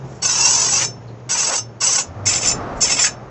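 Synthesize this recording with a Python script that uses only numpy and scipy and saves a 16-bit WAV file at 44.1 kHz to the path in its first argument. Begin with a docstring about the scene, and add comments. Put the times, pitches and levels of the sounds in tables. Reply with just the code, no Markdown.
"""Knife in an electric sharpener

A knife is drawn five times through a sharpener on a kitchen table: three pulls in the left slot,
two in the right. Grit on the spinning wheel strikes the edge; the impacts excite the bending modes
of the steel blade and rasp through the plastic housing. The motor hums underneath, a dull rush
swells between the last pulls, and a small hard room reverberates."""
import sys
import numpy as np
from scipy import signal
from scipy.fft import rfft, irfft, next_fast_len
from scipy.io import wavfile
from scipy.ndimage import map_coordinates

SR = 44100
rng = np.random.default_rng(int(sys.argv[2]) if len(sys.argv) > 2 else 0)


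def digitize_waveform(pressure):
    """Quantize a signal to 16-bit integers and store it at the path in sys.argv[1].

    Rows of a 2-D input are taken as channels; values are limited to [-1, 1].
    """
    field = np.atleast_2d(pressure).T
    bounded = np.clip(field, -1, 1)
    quanta = np.round(bounded * 32767).astype(np.int16)
    wavfile.write(sys.argv[1], SR, quanta)


N = 145530
T = np.arange(N) / SR
LEFT, RIGHT = 0, 1  # the two slots


def amp(db):
    """Amplitude ratio of a level in decibels."""
    return 10 ** (np.asarray(db) / 20)


def unit(x):
    """Normalisation to rms 1."""
    return x / np.sqrt(np.mean(x ** 2) + 1e-20)


def along(points, hz):
    """Interpolation of (f/Hz, value) points on a logarithmic frequency axis."""
    f, values = np.transpose(points)
    return np.interp(np.log(hz + 1), np.log(f + 1), values)


def curves(rows):
    """Linear interpolation in time: one curve for each column after t/s."""
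    times, *columns = np.transpose(rows)
    return [np.interp(T, times, column) for column in columns]


def wobble(rate):
    """Smooth random modulation: a spline through `rate` Gaussian values a second."""
    return map_coordinates(rng.standard_normal(4096), [T * rate], mode="wrap")


def filtered(x, response):
    """Linear filtering: the spectrum of x times a complex frequency response."""
    size = next_fast_len(N + SR // 2)
    return irfft(rfft(x, size) * response(np.fft.rfftfreq(size, 1 / SR)), size)[:N]


def coloured(x, spectrum):
    """Spectral shaping by (f/Hz, level/dB) points, at rms 1."""
    return unit(filtered(x, lambda hz: amp(along(spectrum, hz))))


def swell(s, length):
    """A raised-cosine envelope centred on time s."""
    return np.cos(np.pi * np.clip((T - s) / length, -.5, .5)) ** 2


# reverberation time of the room: f/Hz, T60/s
ROOM_DECAY = [(150, 0.23), (1000, 0.18), (4000, 0.21), (8000, 0.098)]

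def room(x):
    """Reverberation: convolution with exponentially decaying noise whose top treble dies first."""
    hz, t, spectra = signal.stft(rng.standard_normal(SR // 2), SR, nperseg=256)
    decay = amp(-60 * t / along(ROOM_DECAY, hz)[:, None])
    tail = signal.istft(spectra * decay, SR, nperseg=256)[1]
    delayed_tail = np.pad(tail / np.linalg.norm(tail), (SR // 300, 0))
    return signal.fftconvolve(x, delayed_tail)[:N]


# hum of the motor: t/s, f/Hz, level/dB
MOTOR_HUM = [(.03, 134, -31.5), (.07, 128.9, -41), (.6, 121.5, -43), (.92, 117.8, -38), (1.14, 115.7, -38),
             (1.29, 124.6, -36.5), (1.34, 121.3, -63), (1.57, 120.9, -62.5), (1.61, 116.9, -36),
             (2.0, 118.9, -47.5), (2.5, 122, -37), (2.9, 122, -50), (3.3, 118.9, -43.5)]
# spectrum of the idling machine: f/Hz, relative level/dB
WHIRR_SPECTRUM = [(15, -53.5), (25, -24), (58, -14.5), (132, -4), (308, -13.5), (373, -9.5), (1000, -19),
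                  (1160, -22), (2280, -32), (4270, -41.5), (6760, -37), (8000, -64.5)]
# envelope of its whirr: t/s, level/dB
WHIRR_LEVELS = [(0, -35.5), (.2, -36.5), (.87, -36), (1.0, -39), (1.75, -41.5), (2.05, -39), (3.3, -41.5)]

def motor():
    """Rotating machinery: a wavering tone over the broadband whirr of the wheels."""
    hz, db = curves(MOTOR_HUM)
    cycles = np.cumsum(hz * (1 + 0.022 * wobble(30))) / SR
    hum = np.sqrt(2) * np.sin(2 * np.pi * cycles) * amp(db + 1.3 * wobble(25))
    whirr_gain = amp(curves(WHIRR_LEVELS)[0] + 0.78 * wobble(40))
    return hum + whirr_gain * coloured(rng.standard_normal(N), WHIRR_SPECTRUM)


# low tone bursts: booms of the machine on the table, and a deep thump in the rush at 2.79 s: centre t/s,
# duration/s, f/Hz, peak level/dB
LOW_BOOMS = [(2.109, .1, 89, -30), (2.209, 0.16, 101.7, -27), (2.27, 0.15, 103.5, -27.5),
             (2.793, 0.13, 40.93, -34.5)]

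def booms():
    """Low-frequency tone bursts: vibration of the machine on the table, and a deep thump within the rush."""
    return sum(amp(db) * swell(s, length) * np.sin(2 * np.pi * hz * (T - s))
               for s, length, hz, db in LOW_BOOMS)


# spectrum of the rush: f/Hz, relative level/dB
RUSH_SPECTRUM = [(15, -46.5), (25, -5.5), (109, -2.5), (401, -6.5), (682, -4), (1030, -11), (1160, -8),
                 (3360, -34.5), (5990, -36.5), (8000, -52.5)]
# envelope of the rush: t/s, level/dB
RUSH_LEVELS = [(2.0, -44.5), (2.2, -36.5), (2.42, -30.5), (2.55, -27), (2.65, -26), (2.79, -28.5),
               (2.9, -32.5), (3.1, -37), (3.3, -40)]

def rush():
    """Amplitude-modulated noise: a dull flutter that peaks between the last two pulls."""
    fade_in = np.clip(T - RUSH_LEVELS[0][0] + 1.0, 0, 1) ** 2
    gain = amp(curves(RUSH_LEVELS)[0] + 0.86 * wobble(60))
    return fade_in * gain * coloured(rng.standard_normal(N), RUSH_SPECTRUM)


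def grit():
    """Shot noise: random grain impacts, modulated by the wheel's turning and the edge's bouncing."""
    grains_per_s, skips_per_s = 6000, 92
    wheel_hz, buzz_hz = 42.95, 419.7
    strikes = (rng.random(N) < grains_per_s / SR) * rng.choice([-1, 1], N)
    scatter_db = 2 * np.clip(rng.standard_normal(N), -2, 2)
    turns = np.cumsum(wheel_hz * (1 + 0.0649 * wobble(12))) / SR
    bounces = np.cumsum(buzz_hz * (1 + 0.13 * wobble(skips_per_s))) / SR
    runout_db = 2 * np.sin(2 * np.pi * turns)
    chatter_db = 1.6 * wobble(skips_per_s)
    buzz_db = 2.5 * np.sin(2 * np.pi * bounces)
    return unit(strikes * amp(scatter_db + runout_db + chatter_db + buzz_db))


def plastic_resonance(x, hz, q):
    """Resonance of the plastic: a second-order band-pass applied twice, at rms 1."""
    def response(f):
        damping = 1j * f * hz / q
        return (damping / (hz * hz - f * f + damping)) ** 2
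    return unit(filtered(x, response))


# tap of the blade on the slot between pulls: t/s, f/Hz, level/dB
SLOT_TAPS = [(1.078, 4200, -52)]

def taps(t60=0.19):
    """Damped resonance: a light knock leaves a narrow band of noise that decays exponentially."""
    out = np.zeros(N)
    for s, hz, db in SLOT_TAPS:
        envelope = (T >= s) * amp(db - 60 * np.abs(T - s) / t60)
        out += envelope * plastic_resonance(rng.standard_normal(N), hz, q=6)
    return out


# scrapes over the slot: centre t/s, duration/s, f/Hz, level/dB, quality factor Q
SLOT_SCRAPES = [(0.477, 0.63, 943, -31, 5.4), (0.817, 0.1, 2020, -27.5, 1.2),
                (1.518, 0.15, 699.5, -26, 0.78), (3.06, 0.073, 1735, -24, 2)]

def scrapes():
    """Sliding friction: steel on plastic drives a hollow resonance, mostly as a pull ends."""
    strikes = grit()
    return sum(amp(db) * swell(s, length) * plastic_resonance(strikes, hz, q)
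               for s, length, hz, db, q in SLOT_SCRAPES)


# spectrum of scraped steel: f/Hz, relative level/dB
STEEL_SPECTRUM = [(2500, -48.5), (4200, -21.5), (4700, -6), (5050, -9), (5500, 1), (6300, -3), (7000, 1.5),
                  (7750, -4.5), (8000, -14), (8300, -32)]

def steel_hiss(strikes):
    """Broadband response of the steel to impacts."""
    return coloured(strikes, STEEL_SPECTRUM)


# touches of the blade before a pull: centre t/s, duration/s, level/dB
SLOT_GRAZES = [(0.14, 0.26, -54), (2.782, 0.075, -49.5)]

def grazes():
    """Friction noise under light contact, as the blade is laid into the slot."""
    return steel_hiss(grit()) * sum(amp(db) * swell(s, length) for s, length, db in SLOT_GRAZES)


# rising tones: edge squeals near 2.7 and 2.9 kHz, and pressed blade modes near 3.9, 4.5 and 5.3 kHz gliding
# upward as the contact slides: centre t/s, duration/s, f/Hz, level/dB
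RISING_TONES = [(0.43, 0.23, 2720, -25.5), (.33, .22, 5310, -23), (0.33, 0.15, 3900, -31.5),
                (.26, 0.11, 4470, -29), (1.877, 0.09, 2880, -29)]

def rising_tones(rise_hz_per_s=1100, jitter=.004):
    """Rising tones: stick-slip squeals of the edge, and pressed blade modes that glide upward as the contact
    point slides; each a rough, slowly rising tone."""
    out = np.zeros(N)
    for s, length, hz, db in RISING_TONES:
        pitch = (hz + rise_hz_per_s * (T - s)) * (1 + jitter * wobble(400))
        envelope = amp(db + 2.8 * wobble(120)) * swell(s, length)
        out += envelope * np.sin(2 * np.pi * np.cumsum(pitch) / SR)
    return out


# modes of the free blade: f/Hz, relative level/dB, T60/s
FREE_MODES = [(4600, -18, .12), (5390, -0.5, 0.24), (5970, -4, 0.14), (6210, -1, .19), (6830, 1.5, 0.1),
              (7100, -0.5, .07), (7830, -5, .07)]
# the blade meets the wheel or its tip slips off: t/s, relative level/dB
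BLADE_PINGS = [(0.224, -26), (0.841, -22), (1.296, -30), (1.576, -29.5), (1.811, -25), (2.012, -40.5),
               (2.257, -21), (2.511, -30.5), (2.811, -15.5), (3.071, -32)]

def pings(rise_s=0.0077, beat_hz=22):
    """Free vibration of the blade at both ends of a pull; each mode beats with a weaker twin."""
    out, t = np.zeros(N + SR), np.arange(SR // 3) / SR
    tone = lambda hz: np.sin(2 * np.pi * (hz * t + rng.random()))
    for s, level in BLADE_PINGS:
        ring = np.zeros(len(t))
        for hz, db, t60 in FREE_MODES:
            envelope = amp(db + rng.normal(0, 1) - 60 * t / t60)
            ring += envelope * (tone(hz) + .5 * tone(hz + beat_hz))
        out[round(s * SR):][:len(t)] += amp(level) * ring * np.minimum(t / rise_s, 1)
    return out[:N]


def contact(pulls, attack_s=0.0081, release_s=0.0069):
    """Excitation envelopes of steel and housing: the edge bites, follows the hand and lifts off."""
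    drive = np.zeros((2, N))
    for pull in pulls:
        bite = np.clip((T - pull[0][0]) / attack_s + 1, 0, 1)
        lift = np.exp(-np.maximum(T - pull[-1][0], 0) / release_s)
        drive += bite * lift * amp(curves(pull))
    return drive


def contact_place(pulls, start=.38, travel=.2):
    """Moving point of excitation: it slides steadily in each pull, in fractions of blade length."""
    ends = [s for pull in pulls for s in (pull[0][0], pull[-1][0])]
    return start + travel * np.interp(T, ends, [0, 1] * len(pulls))


def bending_waves(hz):
    """Dispersion: the number of bending waves along the blade grows as the root of frequency."""
    return 30 * np.sqrt(hz / 5986.5)


def end_echoes(strikes, place, reflection=0.47):
    """Interference: echoes from heel and tip form two combs that sweep in opposite directions."""
    hz, t, spectra = signal.stft(strikes, SR, nperseg=1024)
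    waves = bending_waves(hz)[:, None]
    from_heel = np.interp(t, T, place)
    heel_comb = 1 + reflection * np.exp(-2j * np.pi * waves * from_heel)
    tip_comb = 1 + reflection * np.exp(-2j * np.pi * waves * (1 - from_heel))
    return unit(signal.istft(spectra * heel_comb * tip_comb, SR, nperseg=1024)[1][:N])


def speed_tilt(steel, pulls, pivot_hz=6900, neutral_pull_s=0.33):
    """Spectral tilt: a quick pull favours the steel's highest modes, a slow one the lower."""
    durations = [(s, pull[-1][0] - pull[0][0]) for pull in pulls for s in (pull[0][0], pull[-1][0])]
    tilt_db = np.log2(neutral_pull_s / curves(durations)[0])  # 1 dB per doubling of speed
    treble = filtered(steel, lambda hz: 1 / (1 + (pivot_hz / (hz + 1)) ** 20))
    return amp(tilt_db) * treble + amp(-tilt_db) * (steel - treble)


# response of the housing at each slot: f/Hz, relative level/dB
LEFT_HOUSING_SPECTRUM = [(120, -40), (300, -11.5), (560, -3.5), (720, -6.5), (880, 0.5), (1030, 1.5),
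                         (1200, -4.5), (1480, -1.5), (1720, -7.5), (2400, -5.5), (2750, -1), (3300, -8),
                         (4200, -11.5), (6000, -14)]
RIGHT_HOUSING_SPECTRUM = [(120, -40.5), (350, -16), (600, -5), (1400, -4), (1700, -8.5), (2150, 2),
                          (2350, -0.5), (2620, 2.5), (3100, -4), (3500, -2), (3900, -5.5), (4250, -10.5),
                          (6000, -21)]

def housing_rasp(strikes, slot):
    """Structure-borne sound: the plastic housing filters the impacts, differently for each slot."""
    spectrum, gain_db = [(LEFT_HOUSING_SPECTRUM, -0.5), (RIGHT_HOUSING_SPECTRUM, -1.5)][slot]
    return amp(gain_db) * coloured(strikes, spectrum)


# modes of the blade pressed on the wheel: f/Hz, relative level/dB in the left slot, in the right
PRESSED_MODES = [(2210, -40.5, -15.5), (2609, -24, -8), (3340, -19.5, -12.5), (3890, -21.5, -14),
                 (4690, -16.5, -9.5), (4960, -10, -18), (5190, -8.5, -14.5), (5370, -6.5, 3),
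                 (5760, -3.5, -18), (6099, 2, 1.5), (6297, 1.5, 4), (6420, -8, -2.5), (6813, -2.5, 1),
                 (7200, -2.5, 6), (7735, -0.5, -1)]

def blade_ring(force, place, slot, bandwidth_hz=21, detuning=.008):
    """Forced vibration: the wheel damps each mode and detunes it as its crests pass over."""
    out = np.zeros(N)
    mode_hz, *levels_db = np.transpose(PRESSED_MODES)
    gains = amp(levels_db[slot])
    pole = np.exp(-np.pi * bandwidth_hz / SR)
    for hz, share in zip(mode_hz, gains / np.linalg.norm(gains)):
        bend = detuning * np.sin(2 * np.pi * bending_waves(hz) * place)
        carrier = np.exp(2j * np.pi * np.cumsum(hz * (1 + bend)) / SR)
        # a gliding resonator: shift down to 0 Hz, apply one pole, shift back
        ring = carrier * signal.lfilter([np.sqrt(2 * (1 - pole ** 2))], [1, -pole], force / carrier)
        out += share * np.real(ring * np.exp(2j * np.pi * rng.random()))
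    return out


# drive in each slot, one list per pull: t/s, relative level/dB of the steel, of the housing
LEFT_SLOT_PULLS = [
    [(0.226, -16.5, -27), (0.37, -17, -26.5), (0.42, -11.5, -25.5), (0.54, -12, -25.5), (0.56, -13.5, -26),
     (0.698, -15, -24), (0.712, -15.5, -34), (0.73, -13.5, -25), (0.836, -15.5, -24), (0.85, -23, -25.5)],
    [(1.298, -17.5, -25), (1.334, -15.5, -30.5), (1.35, -22, -26), (1.366, -23, -26), (1.378, -13.5, -27),
     (1.428, -15.5, -28), (1.486, -15, -27), (1.51, -24.5, -29.5), (1.558, -14.5, -23), (1.574, -15, -33.5),
     (1.595, -28, -31.5)],
    [(1.81, -17, -32.5), (1.82, -19.5, -23.5), (1.834, -14, -26), (1.888, -16, -27.5),
     (1.962, -12.5, -25.5), (1.978, -23, -29.5), (2.006, -12, -25.5), (2.02, -29.5, -30.5)],
]
RIGHT_SLOT_PULLS = [
    [(2.262, -11, -26), (2.29, -11, -25.5), (2.33, -15, -24), (2.36, -13.5, -24.5), (2.408, -27.5, -35),
     (2.42, -13.5, -33), (2.434, -23, -28), (2.462, -11.5, -23), (2.516, -12, -34), (2.525, -37, -25.5)],
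    [(2.812, -14, -29.5), (2.82, -9.5, -29.5), (2.88, -18.5, -26.5), (2.93, -11.5, -22.5),
     (2.955, -21, -32), (3.0, -16, -19), (3.028, -10, -27.5), (3.052, -12, -27), (3.082, -25, -24)],
]

def grinding(slot, ring_db=-3.5, hiss_db=-6.5):
    """Source and filter: the same grit rings the blade, hisses on the steel and rasps the housing."""
    pulls = [LEFT_SLOT_PULLS, RIGHT_SLOT_PULLS][slot]
    place = contact_place(pulls)
    strikes = end_echoes(grit(), place)
    steel_drive, housing_drive = contact(pulls)
    ring = amp(ring_db) * blade_ring(strikes * steel_drive, place, slot)
    hiss = amp(hiss_db) * steel_drive * steel_hiss(strikes)
    return speed_tilt(ring + hiss, pulls) + housing_drive * housing_rasp(strikes, slot)


def scene():
    """Superposition: the knife and its reverberation over the running machine."""
    knife = grinding(LEFT) + grinding(RIGHT) + grazes() + pings() + rising_tones() + scrapes() + taps()
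    return (knife + amp(-12.5) * room(knife) + motor() + booms() + rush())[None]


def record(dry):
    """Soft saturation rounds the highest peaks; a steep low-pass limits the bandwidth."""
    ceiling, cutoff_hz = .8, 8400
    rounded = dry[0] / (1 + (dry[0] / ceiling) ** 10) ** (1 / 10)
    return filtered(rounded, lambda hz: np.clip((cutoff_hz - hz) / 200 + .5, 0, 1))[None]


dry = scene()
out = record(dry)
digitize_waveform(out)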